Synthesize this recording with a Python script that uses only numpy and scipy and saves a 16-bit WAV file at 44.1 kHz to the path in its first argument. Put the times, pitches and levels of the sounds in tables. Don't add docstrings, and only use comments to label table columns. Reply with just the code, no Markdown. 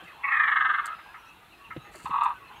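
import sys
import numpy as np
from scipy import signal
from scipy.fft import rfft, irfft, next_fast_len
from scipy.io import wavfile
from scipy.ndimage import uniform_filter1d

SR = 44100
rng = np.random.default_rng(int(sys.argv[2]) if len(sys.argv) > 2 else 0)


def master_out(mix):
    frames = np.transpose(np.atleast_2d(mix))
    ceiling = np.clip(frames, -1, 1)
    pcm = np.round(ceiling * 32767).astype(np.int16)
    wavfile.write(sys.argv[1], SR, pcm)


def boost_factor(decibels):
    exponent = np.asarray(decibels, float) / 20
    return 10 ** exponent


N = 114660


def unit(x):
    return x / np.sqrt(np.mean(x ** 2) + 1e-20)


def along(points, hz):
    f, v = np.transpose(points)
    return np.interp(np.log(hz + 1), np.log(f + 1), v)


def over_time(points):
    s, db = np.transpose(points)
    return np.interp(np.arange(N) / SR, s, db)


def columns(rows):
    return (c[:, None] for c in np.transpose(rows))


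def filtered(x, response):
    m = next_fast_len(N + 8192)
    return irfft(rfft(x, m) * response(np.fft.rfftfreq(m, 1 / SR)), m)[:N]


def rush(spectrum, patchy_db, bins, frames):
    z = signal.stft(rng.standard_normal(N + 512), nperseg=512)[2]
    field = uniform_filter1d(rng.standard_normal(z.shape), bins, 0)
    field = uniform_filter1d(field, frames, 1)
    x = signal.istft(z * boost_factor(patchy_db * unit(field)), nperseg=512)[1][:N]
    return unit(filtered(x, lambda hz: boost_factor(along(spectrum, hz))))


def lay(starts, rows):
    at = np.round(np.asarray(starts) * SR).astype(int)[:, None] + np.arange(rows.shape[1])
    return np.bincount(at.ravel(), rows.ravel(), N + SR)[:N]


# frequency in Hz, level in dB.
SHORE_SPECTRUM = [(400, -43), (650, -4.5), (1200, -0.5), (2200, -8), (2700, -2.5), (3300, -10), (4300, -14),
                  (5100, -41), (6500, -72)]
# time in seconds, level in dB.
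SHORE_LEVEL = [(0, -51.5), (.09, -51), (0.124, -53.5), (.9, -51), (1.45, -57), (1.56, -57), (1.8, -55),
               (2.4, -55), (2.55, -52)]
# frequency in Hz, level in dB.
HUM_SPECTRUM = [(24, -35.5), (40, 0), (275, -10), (318, -6), (700, -14.5), (910, -48.5), (1540, -120)]
# time in seconds, level in dB.
HUM_SWELL = [(0, 1), (.35, -0.5), (.6, 3.5), (.95, -0.5), (1.6, -1), (1.9, 4.5), (2.2, 2.5)]
# frequency in Hz, level in dB.
HISS_SPECTRUM = [(2820, -32.5), (4800, -2), (8710, -1.5), (11600, 1.5), (15600, -4)]


def lake():
    hum_db, hiss_db = -61.5, -68.5
    shore = boost_factor(over_time(SHORE_LEVEL)) * rush(SHORE_SPECTRUM, patchy_db=2.8, bins=2, frames=14)
    hum = boost_factor(hum_db + over_time(HUM_SWELL)) * rush(HUM_SPECTRUM, patchy_db=1.5, bins=2, frames=10)
    hiss = boost_factor(hiss_db) * rush(HISS_SPECTRUM, patchy_db=.3, bins=10, frames=10)
    return shore + hum + hiss


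# start in seconds, length in seconds, from Hz, to Hz, level in dB.
WHISTLES = [(.9, .31, 5020, 4930, -74), (1.54, .08, 5000, 5060, -75), (1.52, .035, 2800, 2450, -53),
            (1.64, .045, 2950, 2350, -53), (1.81, .09, 6600, 6500, -72), (2.555, .04, 6400, 6600, -69),
            (1.84, .08, 2020, 2000, -59), (1.5, .07, 4100, 3750, -67), (2.02, .1, 4300, 4150, -68),
            (1.17, .15, 1420, 1280, -59), (1.0, .14, 1550, 1700, -57), (2.49, .08, 1100, 900, -53),
            (2.475, .03, 4300, 3950, -63), (.905, .065, 1370, 1300, -47)]
# start in seconds, length in seconds, from Hz, to Hz, level in
# dB.
MORE_WHISTLES = [(0, .04, 1562, 1480, -52.5), (0.067, .04, 2150, 1750, -51), (.1, 0.033, 1760, 1400, -64),
                 (0.075, 0.031, 2544, 2560, -51.5), (0.107, 0.19, 2743, 2650, -62.5),
                 (0.114, .04, 3200, 3350, -61), (.33, .2, 7620, 7600, -76), (0.892, 0.079, 2600, 2450, -60),
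                 (0.997, 0.16, 783, 740, -63), (1.04, .07, 2700, 2750, -64), (1.178, .05, 5750, 5800, -74),
                 (1.216, .09, 5340, 5350, -74), (1.249, 0.066, 5810, 5900, -72), (1.27, .04, 6300, 6400, -77),
                 (1.262, .08, 2592, 2600, -55.5), (1.57, 0.129, 1130, 1120, -60.5),
                 (1.722, .21, 1313, 1180, -58), (1.77, 0.096, 3860, 3950, -64),
                 (1.795, .12, 2600, 2620, -61.5), (1.83, 0.098, 812, 800, -57.5),
                 (1.841, .06, 1850, 1740, -61), (2.339, 0.055, 1564, 1450, -53),
                 (2.379, 0.046, 2125, 2090, -62), (2.403, .05, 1168, 1050, -53),
                 (2.443, 0.046, 2650, 2600, -57)]
CHORUS_HZ = [950, 1200, 1600, 2050, 2650, 2750, 2900]


def whistles():
    count, chorus_db, flutter_hz = 36, -67, 33
    when, span, pitch, bend, size = rng.random((count, 5)).T
    hz = np.array(CHORUS_HZ)[(pitch * len(CHORUS_HZ)).astype(int)] * (.95 + .1 * size)
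    chorus_level = chorus_db + 8 * size - 5 * pitch
    chorus = np.c_[when * N / SR, .03 + .07 * span, hz, hz * (.9 + .15 * bend), chorus_level]
    s, length, from_hz, to_hz, db = columns(np.r_[WHISTLES, MORE_WHISTLES, chorus])
    t = np.arange(SR // 3) / SR
    progress = np.clip(t / length, 0, 1)
    drift = np.cumsum(rng.standard_normal((len(s), len(t))), 1) * (.03 + from_hz / 1.6e5)
    glide_hz = from_hz + (to_hz - from_hz) * progress
    tone = np.sin(2 * np.pi * np.cumsum(glide_hz, 1) / SR + drift)
    flutter = 1 + .45 * np.sin(2 * np.pi * flutter_hz * t + drift)
    envelope = boost_factor(db + 3) * np.abs(np.sin(np.pi * progress)) ** .6
    return lay(s[:, 0], envelope * flutter * tone)


# start in seconds, rise in seconds, 60 dB decay in seconds, level in dB.
RUSTLES = [
    (.03, 0.0035, 0.45, -66.5),
    (0.854, 0.0023, 0.076, -38.5),
    (1.908, 0.043, 0.58, -51),
    (1.948, 0.024, 0.27, -52.5),
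    (2.03, 0.016, 0.17, -53.5),
    (2.235, 0.0015, 0.067, -44.5),
]
# frequency in Hz, level in dB.
CLOTH_SPECTRUM = [(2650, -31), (4500, -3.5), (5200, -18), (7530, -5.5), (8570, -8.5), (15600, -24)]


def rustles():
    t = np.arange(SR // 2) / SR
    s, rise, t60, db = columns(RUSTLES)
    envelope = lay(s[:, 0], boost_factor(db - 60 * t / t60) * (1 - np.exp(-t / rise)))
    unevenness = unit(uniform_filter1d(rng.standard_normal(N), size=40))
    grains = rng.standard_normal(N) * boost_factor(5.5 * unevenness)
    spectrum = [(500, -38), (1500, -6.0), (3500, -20.5)] + CLOTH_SPECTRUM[1:]
    return envelope * unit(filtered(grains, lambda hz: boost_factor(along(spectrum, hz))))


# start in seconds, peak in dB.
TICKS = [(0.028, -55), (.3197, -44.5), (1.203, -52), (1.828, -53), (1.929, -42), (1.936, -40),
         (1.9542, -33.5), (2.0413, -46), (2.0745, -40), (2.0884, -36.5), (2.171, -50), (2.2937, -45)]


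def ticks():
    t = np.arange(200) / SR
    s, db = columns(TICKS)
    clicks = lay(s[:, 0], boost_factor(db - 60 * t / 0.0017) * rng.standard_normal((len(s), 200)))
    return filtered(clicks, lambda hz: 1 / (1 + (5000 / (hz + 1)) ** 4) / (1 + (hz / 12000) ** 8))


# start in seconds, peak in dB, knock in Hz, boom in Hz,
# 60 dB decay in seconds.
THUMPS = [
    (0.024, -44, 327, 197, 0.064),
    (1.693, -48, 217, 119, 0.061),
    (1.764, -26, 324, 153, 0.038),
    (1.948, -41.5, 622, 390, 0.075),
    (2.046, -32.5, 175, 71.4, 0.016),
    (2.095, -33, 300, 177, 0.02),
]


def thumps():
    boom_lag_s, crack_db, crack_hz = .011, -1, 3200
    t = np.arange(SR // 2) / SR
    s, db, knock_hz, boom_hz, t60 = columns(THUMPS)
    modes = np.sin(2 * np.pi * knock_hz * t) + .5 * np.sin(2 * np.pi * 1.514 * knock_hz * t)
    knock = lay(s[:, 0], boost_factor(db - 60 * t / t60) * (1 - np.exp(-t / 0.0009)) * modes)
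    sinking = np.sin(2 * np.pi * boom_hz * (t - 4.0 * t * t).clip(0))
    boom = lay(s[:, 0] + boom_lag_s, boost_factor(db - 5.0 - 30 * t / t60) * sinking * (t < .16))
    burst = boost_factor(db + crack_db - 60 * t / .045) * (1 - np.exp(-t / .002))
    crack = lay(s[:, 0], burst * rng.standard_normal((len(s), len(t))))
    crack = filtered(crack, lambda hz: 1 / (1 + (hz / crack_hz) ** 6 + (600 / (hz + 1)) ** 2))
    return knock + boom + crack


# frequency in Hz, 60 dB decay in seconds.
ECHO_DECAY = [(500, .12), (1200, .13), (2000, .15), (3000, .1), (5000, .08)]


def echo(x):
    hz, t, z = signal.stft(rng.standard_normal(SR // 2), SR, nperseg=256)
    decay = boost_factor(-60 * t / along(ECHO_DECAY, hz)[:, None])
    tail = signal.istft(z * decay, SR, nperseg=256)[1]
    delayed = np.pad(x, (400, 0))
    scattered = signal.fftconvolve(delayed, tail / np.linalg.norm(tail))[:N]
    return boost_factor(-6) * filtered(scattered, lambda hz: 1 / (1 + (hz / 3800) ** 4))


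def rattle(swells, throat, opening, side, rise_s, sharp, width_hz, jitter, scatter_db, rough, gain_db,
           fill_db=-60):
    sag_hz_per_s = 6040
    s, rate, *shape = np.transpose(throat)
    cycles = np.cumsum(np.interp(np.arange(N) / SR, s, rate)) / SR
    beats = np.flatnonzero(np.diff(np.floor(cycles))) / SR
    luck = rng.standard_normal((2 * len(beats), 20))
    at = np.repeat(beats, 2)
    stray = luck[:, 0] * np.tile([jitter, .4], len(beats))
    at = np.clip(at + stray / np.interp(at, s, rate), 0, N / SR)
    onset, peak_db = np.transpose(swells)
    sounding = np.abs(at[:, None] - onset - .03).min(1) < .07
    weight = np.tile([1, rough], len(beats))[sounding]
    at, luck = at[sounding], luck[sounding]

    age = np.clip(at[:, None] - onset + 0.018, 0, 1)
    swell = (age / rise_s * np.exp(1 - age / rise_s)) ** sharp
    parts = boost_factor(peak_db) * swell
    bite = swell.max(1) ** 1.1
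    size = parts.sum(1) * boost_factor(scatter_db * luck[:, 1]) * weight
    since_peak = age[np.arange(len(at)), parts.argmax(1)] - rise_s

    low, upper, third = (np.interp(at, s, c) for c in shape)
    s, *levels = np.transpose(opening)
    upper_db, third_db, bright_db = (np.interp(at, s, c) for c in levels)
    sagging = low - sag_hz_per_s * np.clip(since_peak, -.02, .02)
    modes = [(sagging, width_hz, 0), (upper, 1.825 * width_hz, upper_db), (third, 1.34 * width_hz, third_db)]
    modes += [(hz, w, db + bright_db * (hz > 2400)) for hz, w, db in side]
    modes += [(np.sqrt(upper * third), 1.17 * width_hz, third_db + fill_db)]

    u = np.arange(SR // 50) / SR
    rings = 0
    for k, (hz, w, db) in enumerate(modes):
        level = boost_factor(db + 1.3 * luck[:, k + 2]) * (1 if k == 1 else bite)
        wavering_hz = hz * (1 + .012 * luck[:, -k - 1])
        ring = np.exp(-np.pi * w * u) * np.sin(2 * np.pi * wavering_hz[:, None] * u)
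        rings = rings + (-1) ** k * level[:, None] * ring
    soft_attack = (1 - np.exp(-u / 0.00096)) ** 2
    voice = lay(at, boost_factor(gain_db) * size[:, None] * rings * soft_attack)
    return filtered(voice, lambda hz: 1 / (1 + (720 / (hz + 1)) ** 12) / (1 + (hz / 4300) ** 16))


# start in seconds, peak in dB.
GRUMBLES = [(.15, -43), (.172, -41.5), (.195, -33.5), (.218, -51), (1.062, -36), (1.098, -40), (1.175, -41),
            (2.5, -39), (2.52, -39.5), (2.545, -42), (2.58, -40)]
# time in seconds, pulse rate in Hz, low, upper and third resonance in Hz.
GRUMBLE_THROAT = [(0, 225, 874, 900, 1000)]
# time in seconds, upper, third and brightness in dB over the low one.
FAR_OPENING = [(0, 0, 0.4, 0)]


def grumbles():
    return rattle(GRUMBLES, GRUMBLE_THROAT, FAR_OPENING, [], rise_s=.02, sharp=4, width_hz=110,
                  jitter=.08, scatter_db=2.5, rough=.6, gain_db=0)


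# start in seconds, peak in dB.
CROAKS = [
    (0.088, -52),
    (0.988, -34),
    (1.146, -29),
    (1.709, -28),
    (1.851, -41),
    (1.946, -37),
    (1.998, -40),
]
# time in seconds, pulse rate in Hz, low, upper and third resonance in Hz.
CROAK_THROAT = [(0, 320, 1290, 1730, 2080)]
# frequency in Hz, width in Hz, level in dB.
CROAK_SIDE = [(860, 440, 4), (2230, 240, -22), (2500, 220, -32)]


def croaks():
    return rattle(CROAKS, CROAK_THROAT, FAR_OPENING, CROAK_SIDE, rise_s=.021, sharp=5, width_hz=170,
                  jitter=.06, scatter_db=2.5, rough=.3, gain_db=0)


# start in seconds, peak in dB.
ANSWER = [(2.059, -22), (2.11, -20), (2.137, -19), (2.158, -20), (2.182, -18), (2.211, -14.5), (2.233, -19),
          (2.257, -14), (2.282, -24), (2.305, -24), (2.323, -34.5)]
# time in seconds, pulse rate in Hz, low, upper and third resonance in Hz.
ANSWER_THROAT = [(2.053, 230.5, 941, 1100, 1240), (2.179, 220.1, 995, 1155, 1273),
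                 (2.331, 179.2, 956, 1180, 1223)]
# time in seconds, upper, third and brightness in dB over the low resonance.
ANSWER_OPENING = [(2.05, 2.9, -5, -0.5), (2.19, 2.9, -4.5, -3), (2.248, 2.9, -3, -2),
                  (2.32, 2.9, -13, -4.5)]
# frequency in Hz, width in Hz, level in dB.
ANSWER_SIDE = [(809, 174, -6), (1586, 263, -6), (1980, 230, -12), (2600, 182, -7), (2970, 340, -17),
               (3570, 190, -14), (3940, 250, -18)]


def answering_rattle():
    return rattle(ANSWER, ANSWER_THROAT, ANSWER_OPENING, ANSWER_SIDE, rise_s=0.02, sharp=5.62,
                  width_hz=66.0, jitter=0.041, scatter_db=1.0, rough=0.46, gain_db=-2)


def dipped(x, throat, depth):
    hz, t, z = signal.stft(x, SR, nperseg=512)
    s, *_, third = np.transpose(throat)
    off = (hz[:, None] - 1.133 * np.interp(t, s, third)) / 160
    return signal.istft(z * (1 - np.clip(depth, 0, 1) * np.exp(-off ** 2)), SR, nperseg=512)[1][:N]


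# start in seconds, peak in dB.
LONG = [(0.241, -16), (0.281, -17), (0.317, -14.5), (0.339, -17), (0.366, -18), (0.399, -11),
        (0.437, -13.5), (0.477, -10.5), (0.519, -12), (0.561, -10.5), (0.606, -11.5), (0.651, -10),
        (0.695, -11.5), (0.74, -12.5), (0.785, -13.5), (0.84, -18), (0.878, -18.5), (0.917, -24),
        (0.951, -41)]
# time in seconds, pulse rate in Hz, low, upper and third resonance in Hz.
LONG_THROAT = [(0.239, 281.2, 1150, 1965, 2580), (0.332, 270.7, 1200, 1808, 2540),
               (.42, 260.7, 1210, 1756, 2390), (0.499, 259.4, 1192, 1702, 2142),
               (.65, 254.7, 1202, 1608, 2058), (0.802, 240.7, 1222, 1554, 2060),
               (0.948, 222.1, 1346, 1553, 2044)]
# time in seconds, upper, third and brightness in dB over the low resonance.
LONG_OPENING = [(0.241, 2.5, -4, -16), (0.299, 5, -2.5, -5), (0.36, 8.5, -8.5, 3), (.5, 2.5, -3.5, 4.5),
                (0.801, -3, -8, 3), (0.951, -24, -16, -6)]
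# frequency in Hz, width in Hz, level in dB.
LONG_SIDE = [(800, 120, -24), (980, 120, -14), (1600, 250, -9), (2650, 200, -17), (2980, 200, -18),
             (3370, 200, -20), (3780, 250, -22)]


def long_rattle():
    voice = rattle(LONG, LONG_THROAT, LONG_OPENING, LONG_SIDE, rise_s=0.022, sharp=4.03, width_hz=87.5,
                   jitter=0.037, scatter_db=0.5, rough=0.4, gain_db=-3, fill_db=1.0)
    return dipped(voice, LONG_THROAT, depth=1.0)


def scene():
    answer = answering_rattle()
    birds = whistles() + grumbles() + croaks() + answer + long_rattle()
    reflected = echo(birds - 0.21 * answer)
    hand = rustles() + ticks() + thumps()
    return (lake() + hand + birds + reflected)[None]


def roll_off(x):
    return signal.sosfilt(signal.butter(12, 15720, fs=SR, output="sos"), x)


def record(dry):
    mix = filtered(dry[0], lambda hz: (hz < 15800) / (1 + (38 / (hz + 1)) ** 4))[None]
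    return roll_off(mix)


dry = scene()
out = record(dry)
master_out(out)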